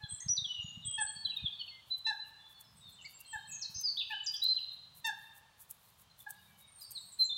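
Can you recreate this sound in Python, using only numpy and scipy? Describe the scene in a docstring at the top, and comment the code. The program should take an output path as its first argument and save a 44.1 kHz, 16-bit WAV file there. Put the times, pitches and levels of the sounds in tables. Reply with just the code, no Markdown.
"""Small songbirds whistle, chirp and trill around a woodland pond: sine tones follow gliding pitch curves.
One bird repeats a short, nasal, falling call, a stack of harmonics coloured by throat resonances.
Trunks and foliage echo every note: the sound is convolved with sparse reflections and a diffuse tail.
High rasps and ticks, perhaps an insect, are enveloped noise in a pattern about every 0.6 s.
Soft bumps reach the microphone as short low pulses, over filtered noise for air and a faint low rumble."""
import sys
import numpy as np
from scipy import signal
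from scipy.fft import rfft, irfft, next_fast_len
from scipy.io import wavfile
from scipy.ndimage import map_coordinates

SR = 44100
rng = np.random.default_rng(int(sys.argv[2]) if len(sys.argv) > 2 else 0)


def log_audio(samples):
    """Write samples as a 16-bit WAV file to the path given in sys.argv[1]."""
    # one column per channel
    frames = np.atleast_2d(samples).T
    # limit to full scale, then quantise
    limited = np.clip(frames, -1, 1)
    pcm = np.round(limited * 32767).astype(np.int16)
    wavfile.write(sys.argv[1], SR, pcm)


N = 325017  # length in samples


def amp(db):
    """Level law: decibels become an amplitude ratio."""
    return 10 ** (np.asarray(db) / 20)


def unit(x):
    """Normalisation: scale a signal to rms 1."""
    return x / np.sqrt(np.mean(x ** 2) + 1e-20)


def along(points, hz):
    """Spectral interpolation: (Hz, value) points are joined on a logarithmic frequency axis."""
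    point_hz, value = np.transpose(points)
    return np.interp(np.log(hz + 1), np.log(point_hz + 1), value)


def wobble(rate, size):
    """Random modulation: a smooth spline through rate random knots a second."""
    knots = rng.standard_normal(4096)
    return map_coordinates(knots, [np.arange(size) * rate / SR], mode="wrap")


def filtered(x, response):
    """Linear filtering: the spectrum is multiplied by a response of frequency."""
    m = next_fast_len(N + SR // 2)
    return irfft(rfft(x, m) * response(np.fft.rfftfreq(m, 1 / SR)), m)[:N]


def noise(spectrum):
    """Coloured noise: white noise is shaped by a spectrum and scaled to rms 1."""
    white = rng.standard_normal(N)
    return unit(filtered(white, lambda hz: amp(along(spectrum, hz))))


def add(track, s, sound):
    """Superposition: a sound is summed into the track at time s."""
    part = track[max(round(s * SR), 0):][:len(sound)]
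    part += sound[:len(part)]


# Relative spectrum of the air noise: hz [Hz], density_db [dB per Hz]
AIR_SPECTRUM = [(15, -31.5), (25, -3.5), (69, 1.5), (113, 5), (227, -8), (349, -12.5), (1080, -3.5),
                (1490, -9), (1660, -9.5), (2170, -12), (3720, -8), (5430, -15), (9550, -19.5), (12800, -25),
                (15500, -21.5)]


def background(air_db=-68, rumble_db=-77, ebb_db=-7):
    """Broadband and low-frequency noise: still air and a far rumble that wavers and slowly ebbs."""
    rumble = noise([(25, -40), (80, 0.0), (150, 3.5), (220, -2), (330, -33.5), (600, -66.5)])  # (Hz, dB)
    ebb = ebb_db * np.linspace(-.5, .5, N)
    waver_db = 5.96 * wobble(6.5, N)
    return amp(air_db) * noise(AIR_SPECTRUM) + amp(rumble_db + ebb + waver_db) * rumble


# lighter random bumps: the span they fall in [s], their median-like level [dB] and pitch [Hz]
JOSTLE_S, JOSTLE_DB, JOSTLE_HZ = 1.3, -51, 113
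# Firmer bumps on the microphone: start_s [s, at the centre], level_db [dB, envelope peak], pitch_hz [Hz]
FIRM_BUMPS = [(0.042, -38, 110), (0.137, -43, 99), (0.267, -36, 129), (.302, -43, 106), (.388, -45.5, 131),
              (0.423, -44, 113), (0.649, -38.5, 137), (0.858, -43, 118), (0.88, -46.5, 122.5),
              (1.431, -44, 93.5), (1.441, -41, 164), (1.447, -35.5, 100), (3.36, -50, 89),
              (3.7, -50.5, 138), (3.764, -46, 89), (3.783, -53.5, 136)]


def bumps(cycles=0.6, spread=0.22, uneven_db=4.0, count=14):
    """Gaussian pulses: each bump is a dull push of a cycle or two; lighter ones join the firm ones at first."""
    track = np.zeros(N)
    t = np.arange(-SR // 32, SR // 32) / SR
    light = []
    for i in range(count):
        s = JOSTLE_S * (i + rng.random()) / count
        db = JOSTLE_DB + uneven_db * rng.standard_normal()
        light.append((s, db, JOSTLE_HZ * np.exp(spread * rng.standard_normal())))
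    for s, db, hz in [*FIRM_BUMPS, *light]:
        envelope = np.exp(-(t * hz / cycles) ** 2)
        push = np.sin(2 * np.pi * hz * t + rng.uniform(0, 2 * np.pi))
        add(track, s + t[0], amp(db) * envelope * push)
    return track


# leading rasp before the tick, closing rasp after it, half width of both [s]
LEAD_S, CLOSE_S, RASP_S = 0.098, 0.2966, .024
# soft hiss after each tick: delay [s], half width [s], level against the tick [dB]
HAZE_AFTER_S, HAZE_S, HAZE_DB = 0.15, 0.083, -27
# Relative spectrum of rasps and ticks: hz [Hz], level_db [dB]
RASP_SPECTRUM = [(2000, -23), (4000, -18.5), (6500, -6.5), (9000, 0), (13000, 4), (15500, 0)]
# Cycles of rasp, tick, rasp: start_s [s, at the tick], tick_db [dB], leading_rasp_db [dB], closing_rasp_db [dB]
TICK_CYCLES = [(1.373, -58.5, -73.5, -78), (1.987, -50.5, -67.5, -66.5), (2.611, -48.5, -64.5, -65),
               (3.21, -46, -60, -64.5), (3.817, -44, -60, -66), (4.442, -44.5, -57, -66.5),
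               (5.074, -41, -56, -59.5), (5.713, -39, -53.5, -60.5), (6.308, -40, -54.5, -58.5),
               (6.919, -39.5, -53, -54)]


def rasps(rise=0.0073, fall=0.004, grain_db=3.5):
    """Amplitude-modulated noise: grainy scrapes swell around ticks that build up quickly and stop short."""
    t, power = np.arange(N) / SR, np.zeros(N)
    for s, tick_db, lead_db, close_db in TICK_CYCLES:
        from_tick = np.maximum((s - t) / rise, (t - s) / fall)
        power += amp(2 * tick_db) * np.exp(-2 * np.minimum(from_tick, 20))
        scrapes = [(-LEAD_S, RASP_S, lead_db),
                   (HAZE_AFTER_S, HAZE_S, tick_db + HAZE_DB),
                   (CLOSE_S, RASP_S, close_db)]
        for after, width, db in scrapes:
            spread = ((t - s - after) / width) ** 2
            power += amp(2 * db) * np.exp(-np.minimum(spread * 2, 20))
    grain = amp(grain_db * wobble(520, N))
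    return np.sqrt(power) * unit(noise(RASP_SPECTRUM) * grain)


# Decay of the wood's diffuse tail: hz [Hz], t60_s [s, time to fall 60 dB]
WOOD_DECAY = [(200, 0.42), (900, 1.42), (2000, 1.01), (4000, 0.98), (6000, 0.62), (9000, 0.47),
              (15000, .25)]


def woodland(x, near_db=-9, far_db=-13, near_t60=0.23, gap=0.0072):
    """Reverberation: near trunks return separate echoes; the wood behind answers with a long diffuse tail."""
    t = np.arange(SR) / SR
    hz, frames, z = signal.stft(rng.standard_normal(SR), SR, nperseg=256)
    decay = amp(-60 * frames / along(WOOD_DECAY, hz)[:, None])
    far = signal.istft(z * decay, SR, nperseg=256)[1][:SR]
    far = far * (1 - np.exp(-t / 0.02))
    trunks = rng.standard_normal(SR) * (rng.random(SR) < 400 / SR)  # about 400 reflections a second
    near = trunks * amp(-60 * t / near_t60) * (1 - np.exp(-(t / gap) ** 2))
    answer = amp(near_db) * near / np.linalg.norm(near) + amp(far_db) * far / np.linalg.norm(far)
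    return signal.fftconvolve(x, answer)[:N]


def bank(x, delay=0.03, db=-8):
    """Specular reflection: the bank of the pond returns one clear echo."""
    return amp(db) * np.pad(x, (int(delay * SR), 0))[:N]


def through_leaves(note, echo_db, spread=0.037, half_db=4):
    """Multipath scattering: the deeper a bird sits in foliage, the more of its note takes many short paths."""
    t = np.arange(int(spread * SR)) / SR
    paths = rng.standard_normal(len(t)) * amp(-22 * t / spread)
    share = 1 / (1 + amp(1.8 * (half_db - echo_db)))  # scattered share of the energy
    paths *= np.sqrt(share) / np.linalg.norm(paths)
    paths[0] += np.sqrt(1 - share)
    smeared = signal.fftconvolve(note, paths)
    return smeared * np.linalg.norm(note) / np.linalg.norm(smeared)  # the note's energy is kept


def swell(size, edge):
    """Tapered envelope: rms 1, with rounded edges up to edge seconds long."""
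    return unit(signal.windows.tukey(size, min(2 * edge * SR / size, 1)))


# Throat resonances: hz [Hz], gain_db [dB]
THROAT_GAIN = [(850, -8.5), (1700, -1), (2650, -5.5), (3600, -4), (4500, -13), (6300, -16), (7200, -23.5),
               (9000, -25), (11000, -44)]
# Repeated call: start_s [s], length_s [s], start_hz [Hz], end_hz [Hz], level_db [dB, before the throat's gain],
# tilt_db [dB per octave, above the second harmonic]
NASAL_CALLS = [(0.0, 0.077, 858, 799, -56, -18), (0.975, 0.06, 883.3, 802, -36, -7.5),
               (2.06, 0.071, 896, 803.6, -36.5, -2), (3.326, 0.047, 894.4, 792, -39, -16.5),
               (4.098, 0.0553, 883.6, 784, -40.5, -9), (5.041, 0.071, 910, 799, -35, 2),
               (6.261, 0.025, 839, 815, -43, -36)]


def caller(edge=0.013, jitter=0.0033, fade_db=40, uneven_db=2.0):
    """Source and filter: throat-coloured harmonics hold their pitch, then sag and dull as the pressure drops."""
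    calls, k = np.zeros(N), np.arange(1, 13)[:, None]  # k numbers the harmonics
    for s, length, start, end, db, tilt_db in NASAL_CALLS:
        u = np.linspace(0, 1, int(length * SR))
        slack = np.sin(np.pi / 2 * u ** 1.7) ** 2
        hz = (start + (end - start) * slack) * (1 + jitter * wobble(218, len(u)))
        upper_db = tilt_db * np.log2(k / 2) - fade_db * slack + uneven_db * rng.standard_normal(k.shape)
        gains = amp(along(THROAT_GAIN, k * hz) + upper_db * (k > 2))
        harmonics = np.sin(2 * np.pi * k * np.cumsum(hz) / SR)
        voice = np.sum(gains * harmonics, axis=0)
        add(calls, s, amp(db) * swell(len(u), edge) * voice)
    return calls


def tone(hz, flutter, edge):
    """Frequency modulation: one note of about rms 1 follows a pitch curve; a fluttering syrinx makes it buzz."""
    phase = 2 * np.pi * np.cumsum(hz * (1 + flutter * wobble(325.0, len(hz)))) / SR
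    return swell(len(hz), edge) * unit(np.sin(phase) + amp(-53) * np.sin(2 * phase))


SWELL_SHARE = 0.28  # share of a note's length spent on each fade, held within 11 to 30 ms


def whistle(length, start, middle, end, flutter):
    """Parabolic glide: pitch follows an arc through three points, and longer notes tend to swell more gently."""
    u = np.linspace(0, 1, int(length * SR))
    arc = np.polyfit([0, .5, 1], [start, middle, end], 2)
    edge = np.clip(SWELL_SHARE * length, .011, .03)
    return tone(np.polyval(arc, u), flutter, edge)


def arch(length, hz, droop, flutter):
    """Symmetric glide: a note rises to its pitch and sinks back."""
    return whistle(length, hz * (1 - droop), hz, hz * (1 - droop), flutter)


SLUR_EASE = .36  # share of the glide left at half time


def slur(length, start, end, flutter):
    """Decelerating glide: the pitch slows as it nears its last value."""
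    return whistle(length, start, end + SLUR_EASE * (start - end), end, flutter)


# time to reach the held pitch [s]; waver as a share of the pitch; level where the flick starts [dB]
FLICK_S, HOOK_FLUTTER, FLICK_DB = .014, 0.0054, -11


def hook(length, start, held):
    """Pitch transient: the note snaps to a held pitch, and the flick is softer than the hold."""
    left = np.maximum(1 - np.arange(int(length * SR)) / SR / FLICK_S, 0)
    return tone(held + (start - held) * left ** 2, HOOK_FLUTTER, edge=0.0066) * amp(FLICK_DB * left)


def far_birds(low_hz=2900, high_hz=4600, db=-80, count=80):
    """Reverberant field: faint whistles from deep in the wood, to be heard only by their echoes."""
    chorus = np.zeros(N)
    for when, pitch, glide, size in rng.random((count, 4)):
        hz = low_hz + pitch * (high_hz - low_hz)
        bend = .12 * (glide - .5)
        note = whistle(0.074, hz * (1 + bend), hz, hz * (1 - bend), 0.012)
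        add(chorus, when * N / SR, amp(db + 10.3 * size) * note)
    return chorus


def trill(start=3.245, step=0.068, hz=4220, db=-62, count=7, echo_db=6):
    """Periodic repetition: a quick run of like chips, falling at the end and blurred by the leaves."""
    run = np.zeros(N)
    for i in range(count):
        chip = whistle(0.018, hz * 0.95, hz, hz * 0.9, 0.011)
        add(run, start + i * step, amp(db + rng.normal(0, 2.1)) * through_leaves(chip, echo_db))
    return run


# In the note tables below, level_db is the rms level of the note and echo_db the gain of its part sent to the trees.

# shares of the pitch: how far above it the note starts, how much it wavers
WHISTLE_SAG, WHISTLE_FLUTTER = 0.014, 0.0053
# Level whistles: start_s [s], length_s [s], pitch_hz [Hz], level_db [dB], echo_db [dB]
LEVEL_WHISTLES = [(.01, 0.074, 4090, -57, 8), (0.149, 0.096, 8420, -59.5, 5.5),
                  (0.373, 0.026, 3684, -38.5, 6), (0.463, 0.069, 2970, -50.5, 16.5),
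                  (0.542, 0.086, 2859, -45, 7.5), (0.607, 0.12, 6804, -60.5, 5), (0.843, .14, 3270, -46, 7),
                  (.911, 0.054, 8100, -51.5, 1), (.994, 0.046, 8080, -38.5, 3),
                  (1.05, 0.055, 8180, -47.5, 4.5), (1.064, 0.058, 4350, -53, -2),
                  (1.145, 0.05, 4438, -56, 13), (1.246, 0.023, 4046, -32.5, -5),
                  (1.29, 0.029, 3926, -39, -2), (1.376, 0.037, 2508, -54.5, 3),
                  (1.586, 0.052, 4393, -47, -3), (1.676, 0.037, 4390, -50.5, 0), (1.7, 0.12, 2100, -63, -9),
                  (2.229, 0.044, 2840, -61.5, 2.5), (2.38, .16, 3466, -61, 6.5),
                  (2.536, 0.055, 4365, -68.5, 5), (3.227, 0.2, 3152, -69.5, 17),
                  (3.345, 0.08, 3730, -64, 6.5), (3.467, 0.074, 2592, -71, 21),
                  (4.135, 0.099, 2990, -43.5, -1), (4.464, 0.111, 4090, -34, 3),
                  (4.594, 0.068, 4004, -49.5, -4), (4.6, .12, 3763, -59.5, 11),
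                  (6.095, 0.022, 4110, -69, 8), (6.334, 0.15, 3770, -72.5, 0), (6.345, .074, 4830, -79, 4),
                  (6.375, 0.047, 2880, -73.5, -2), (6.594, 0.072, 3770, -66, 4.5),
                  (6.998, 0.08, 4370, -60.5, -2), (7.076, 0.05, 8500, -62.5, 11.5),
                  (7.185, 0.064, 4104, -29.5, 1), (7.291, 0.038, 3588, -36.5, 2),
                  (7.333, 0.2, 3578, -49, 24)]


def level_whistles():
    """Near-steady tones: whistles that sag a little in pitch."""
    for s, length, hz, db, echo_db in LEVEL_WHISTLES:
        start, end = hz * (1 + WHISTLE_SAG), hz * (1 - WHISTLE_SAG / 2)
        yield s, whistle(length, start, hz, end, WHISTLE_FLUTTER), db, echo_db


SLUR_FLUTTER = 0.013  # waver as a share of the pitch
# Slurs: start_s [s], length_s [s], start_hz [Hz], end_hz [Hz], level_db [dB], echo_db [dB]
SLURRED_NOTES = [(0.032, 0.012, 3650, 3275, -47, 4.5), (0.101, 0.017, 3587, 3170, -53, 4.5),
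                 (.132, 0.028, 8460, 7360, -45.5, 0), (.2, 0.015, 5020, 7550, -46.5, -8),
                 (0.364, 0.0083, 4760, 4700, -39.5, -1), (.368, 0.026, 4260, 3806, -35, -1.5),
                 (0.436, 0.032, 3870, 3135, -38, -5), (.818, 0.043, 4200, 3170, -53, 4.5),
                 (1.253, 0.031, 3630, 3020, -44.5, 5), (1.3, 0.034, 3060, 2624, -52.5, 4),
                 (1.362, 0.018, 4040, 3600, -36.5, -1), (1.424, 0.038, 3800, 3420, -47, 8),
                 (1.453, 0.0333, 3615, 3207, -35, -3.5), (1.518, 0.02, 3780, 3350, -47, 3),
                 (1.52, .056, 4720, 4270, -63, -1), (1.593, 0.034, 3420, 2880, -43, 1),
                 (1.67, 0.024, 3150, 2560, -53.5, -6), (2.623, 0.09, 5460, 5020, -70.5, 7),
                 (2.745, .091, 8300, 7880, -69.5, 4), (2.795, 0.12, 3905, 3510, -62, 10),
                 (2.826, .14, 4520, 4050, -69, 6), (2.977, 0.052, 3245, 2670, -58.5, 5),
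                 (3.185, .053, 2620, 2850, -62, 3), (3.298, 0.048, 8320, 7260, -55, 3.5),
                 (3.464, 0.075, 8290, 7280, -54.5, 6), (3.506, .072, 7000, 6335, -46.5, 4.5),
                 (3.609, 0.026, 7100, 4700, -41.5, 0.5), (3.827, .088, 5157, 4417, -34.5, -3),
                 (3.985, 0.043, 3950, 2436, -46, 7), (4.102, 0.048, 2240, 3180, -44.5, 1),
                 (4.233, 0.027, 6900, 7700, -57, 8), (4.357, 0.017, 3710, 6430, -45, 4),
                 (4.413, 0.0599, 3804, 4127, -31.5, 3.5), (4.562, .035, 3690, 2660, -50.5, 4),
                 (6.194, 0.022, 3690, 3400, -61.5, 2.5), (6.46, .27, 2350, 2214, -75.5, 2),
                 (6.775, 0.058, 4530, 3840, -67, 7), (6.806, 0.055, 5050, 4555, -55, 4.5),
                 (6.946, .045, 4580, 3710, -45, -1)]


def slurred_notes():
    """Frequency sweeps: notes glide fast, then ease into their last pitch."""
    for s, length, start, end, db, echo_db in SLURRED_NOTES:
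        yield s, slur(length, start, end, SLUR_FLUTTER), db, echo_db


# Hooks: start_s [s], length_s [s], start_hz [Hz], held_hz [Hz], level_db [dB, before the flick softens],
# echo_db [dB]
HOOKED_NOTES = [(0.08, 0.055, 6720, 8260, -51, 13), (0.201, 0.062, 7350, 6410, -49, 1.5),
                (.281, 0.062, 4320, 5858, -30, -3), (0.847, 0.081, 6990, 8136, -41.5, 4),
                (3.738, 0.069, 4310, 6214, -43.5, 3), (4.259, 0.044, 8100, 4813, -34.5, 4.5)]


def hooked_notes():
    """Onset sweeps: a flick into a held note."""
    for s, length, start, held, db, echo_db in HOOKED_NOTES:
        yield s, hook(length, start, held), db, echo_db


# waver and hang of the ends as shares of the pitch; echo [dB]
BUZZ_FLUTTER, BUZZ_DROOP, BUZZ_ECHO_DB = .052, 0.059, 1
# Buzzes: start_s [s], length_s [s], pitch_hz [Hz], level_db [dB]
BUZZING_NOTES = [(0.199, 0.045, 1994, -63.5), (.955, 0.038, 8780, -60), (1.086, 0.1, 8510, -57),
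                 (3.046, 0.022, 4620, -50.5), (3.623, 0.043, 4276, -43), (3.736, 0.074, 5130, -49.5),
                 (3.872, 0.068, 4450, -42), (3.965, 0.057, 3754, -35.5), (4.333, 0.034, 3370, -44.5),
                 (6.834, .03, 4700, -59), (6.849, 0.07, 4960, -63), (6.965, 0.027, 4040, -49.5)]


def buzzing_notes():
    """Deep random frequency modulation: strong flutter makes arched notes rough."""
    for s, length, hz, db in BUZZING_NOTES:
        yield s, arch(length, hz, BUZZ_DROOP, BUZZ_FLUTTER), db, BUZZ_ECHO_DB


ARCH_FLUTTER = 0.0039  # waver as a share of the pitch
# Arches: start_s [s], length_s [s], top_hz [Hz], droop [share of top_hz the ends hang below it],
# level_db [dB], echo_db [dB]
ARCHED_NOTES = [(1.899, 0.067, 4047, 0.0348, -35.5, -2.5), (2.044, 0.0657, 4037, 0.0492, -34.5, -2),
                (2.188, 0.056, 4034, 0.017, -45, -6), (2.914, 0.049, 8350, 0.26, -66, -2),
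                (3.002, .06, 7690, 0.34, -65, 5.5), (3.04, .04, 2278, 0.19, -52, -7),
                (3.13, 0.063, 7630, 0.1, -60, -2), (3.255, 0.052, 8360, 0.12, -62, 8),
                (6.987, .035, 7900, 0.14, -60, 2), (7.117, 0.034, 7930, .2, -55.5, -3),
                (7.236, 0.042, 7580, 0.23, -48, -3.5)]


def arched_notes():
    """Symmetric sweeps: notes that rise and sink back."""
    for s, length, hz, droop, db, echo_db in ARCHED_NOTES:
        yield s, arch(length, hz, droop, ARCH_FLUTTER), db, echo_db


# Long, thin whistle: start_s [s], length_s [s], start_hz [Hz], end_hz [Hz], level_db [dB], echo_db [dB]
SINKING_WHISTLE = [(6.656, 0.45, 8974, 8290, -61.5, 0)]


def sinking_whistle():
    """Slow downward sweep: one long, thin whistle."""
    for s, length, start, end, db, echo_db in SINKING_WHISTLE:
        yield s, slur(length, start, end, ARCH_FLUTTER), db, echo_db


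def songbirds():
    """Direct and scattered sound: the song straight from the branch, and the part that goes into the trees."""
    direct, scattered = np.zeros((2, N))
    kinds = [level_whistles, slurred_notes, hooked_notes, buzzing_notes, arched_notes, sinking_whistle]
    for kind in kinds:
        for s, sound, db, echo_db in kind():
            note = amp(db) * sound
            add(direct, s, through_leaves(note, echo_db))
            add(scattered, s, amp(echo_db) * note)
    return direct, scattered


def scene():
    """Superposition of sources: birds sing among the trees; the rasps and bumps are close by."""
    song, scattered = songbirds()
    calls, scrapes, chips = caller(), rasps(), trill()
    song_echo = woodland(scattered + chips + far_birds() + amp(-7.5) * scrapes)
    call_echo = bank(calls) + woodland(calls, near_db=-7.5, far_db=-14.5, near_t60=0.14, gap=0.013)
    birds = song + chips + calls + song_echo + call_echo
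    return (birds + scrapes + bumps() + background())[None]


TOP_HZ = 15800  # upper band limit


def record(dry, low_cut_hz=42):
    """Band limiting: the recorder rolls off the deepest bass and keeps nothing above its band limit."""
    def response(hz):
        """Second-order high-pass magnitude with a sharp upper edge."""
        return (hz < TOP_HZ) * hz ** 2 / np.hypot(hz ** 2, low_cut_hz ** 2)
    return filtered(dry[0], response)[None]


dry = scene()
out = record(dry)
log_audio(out)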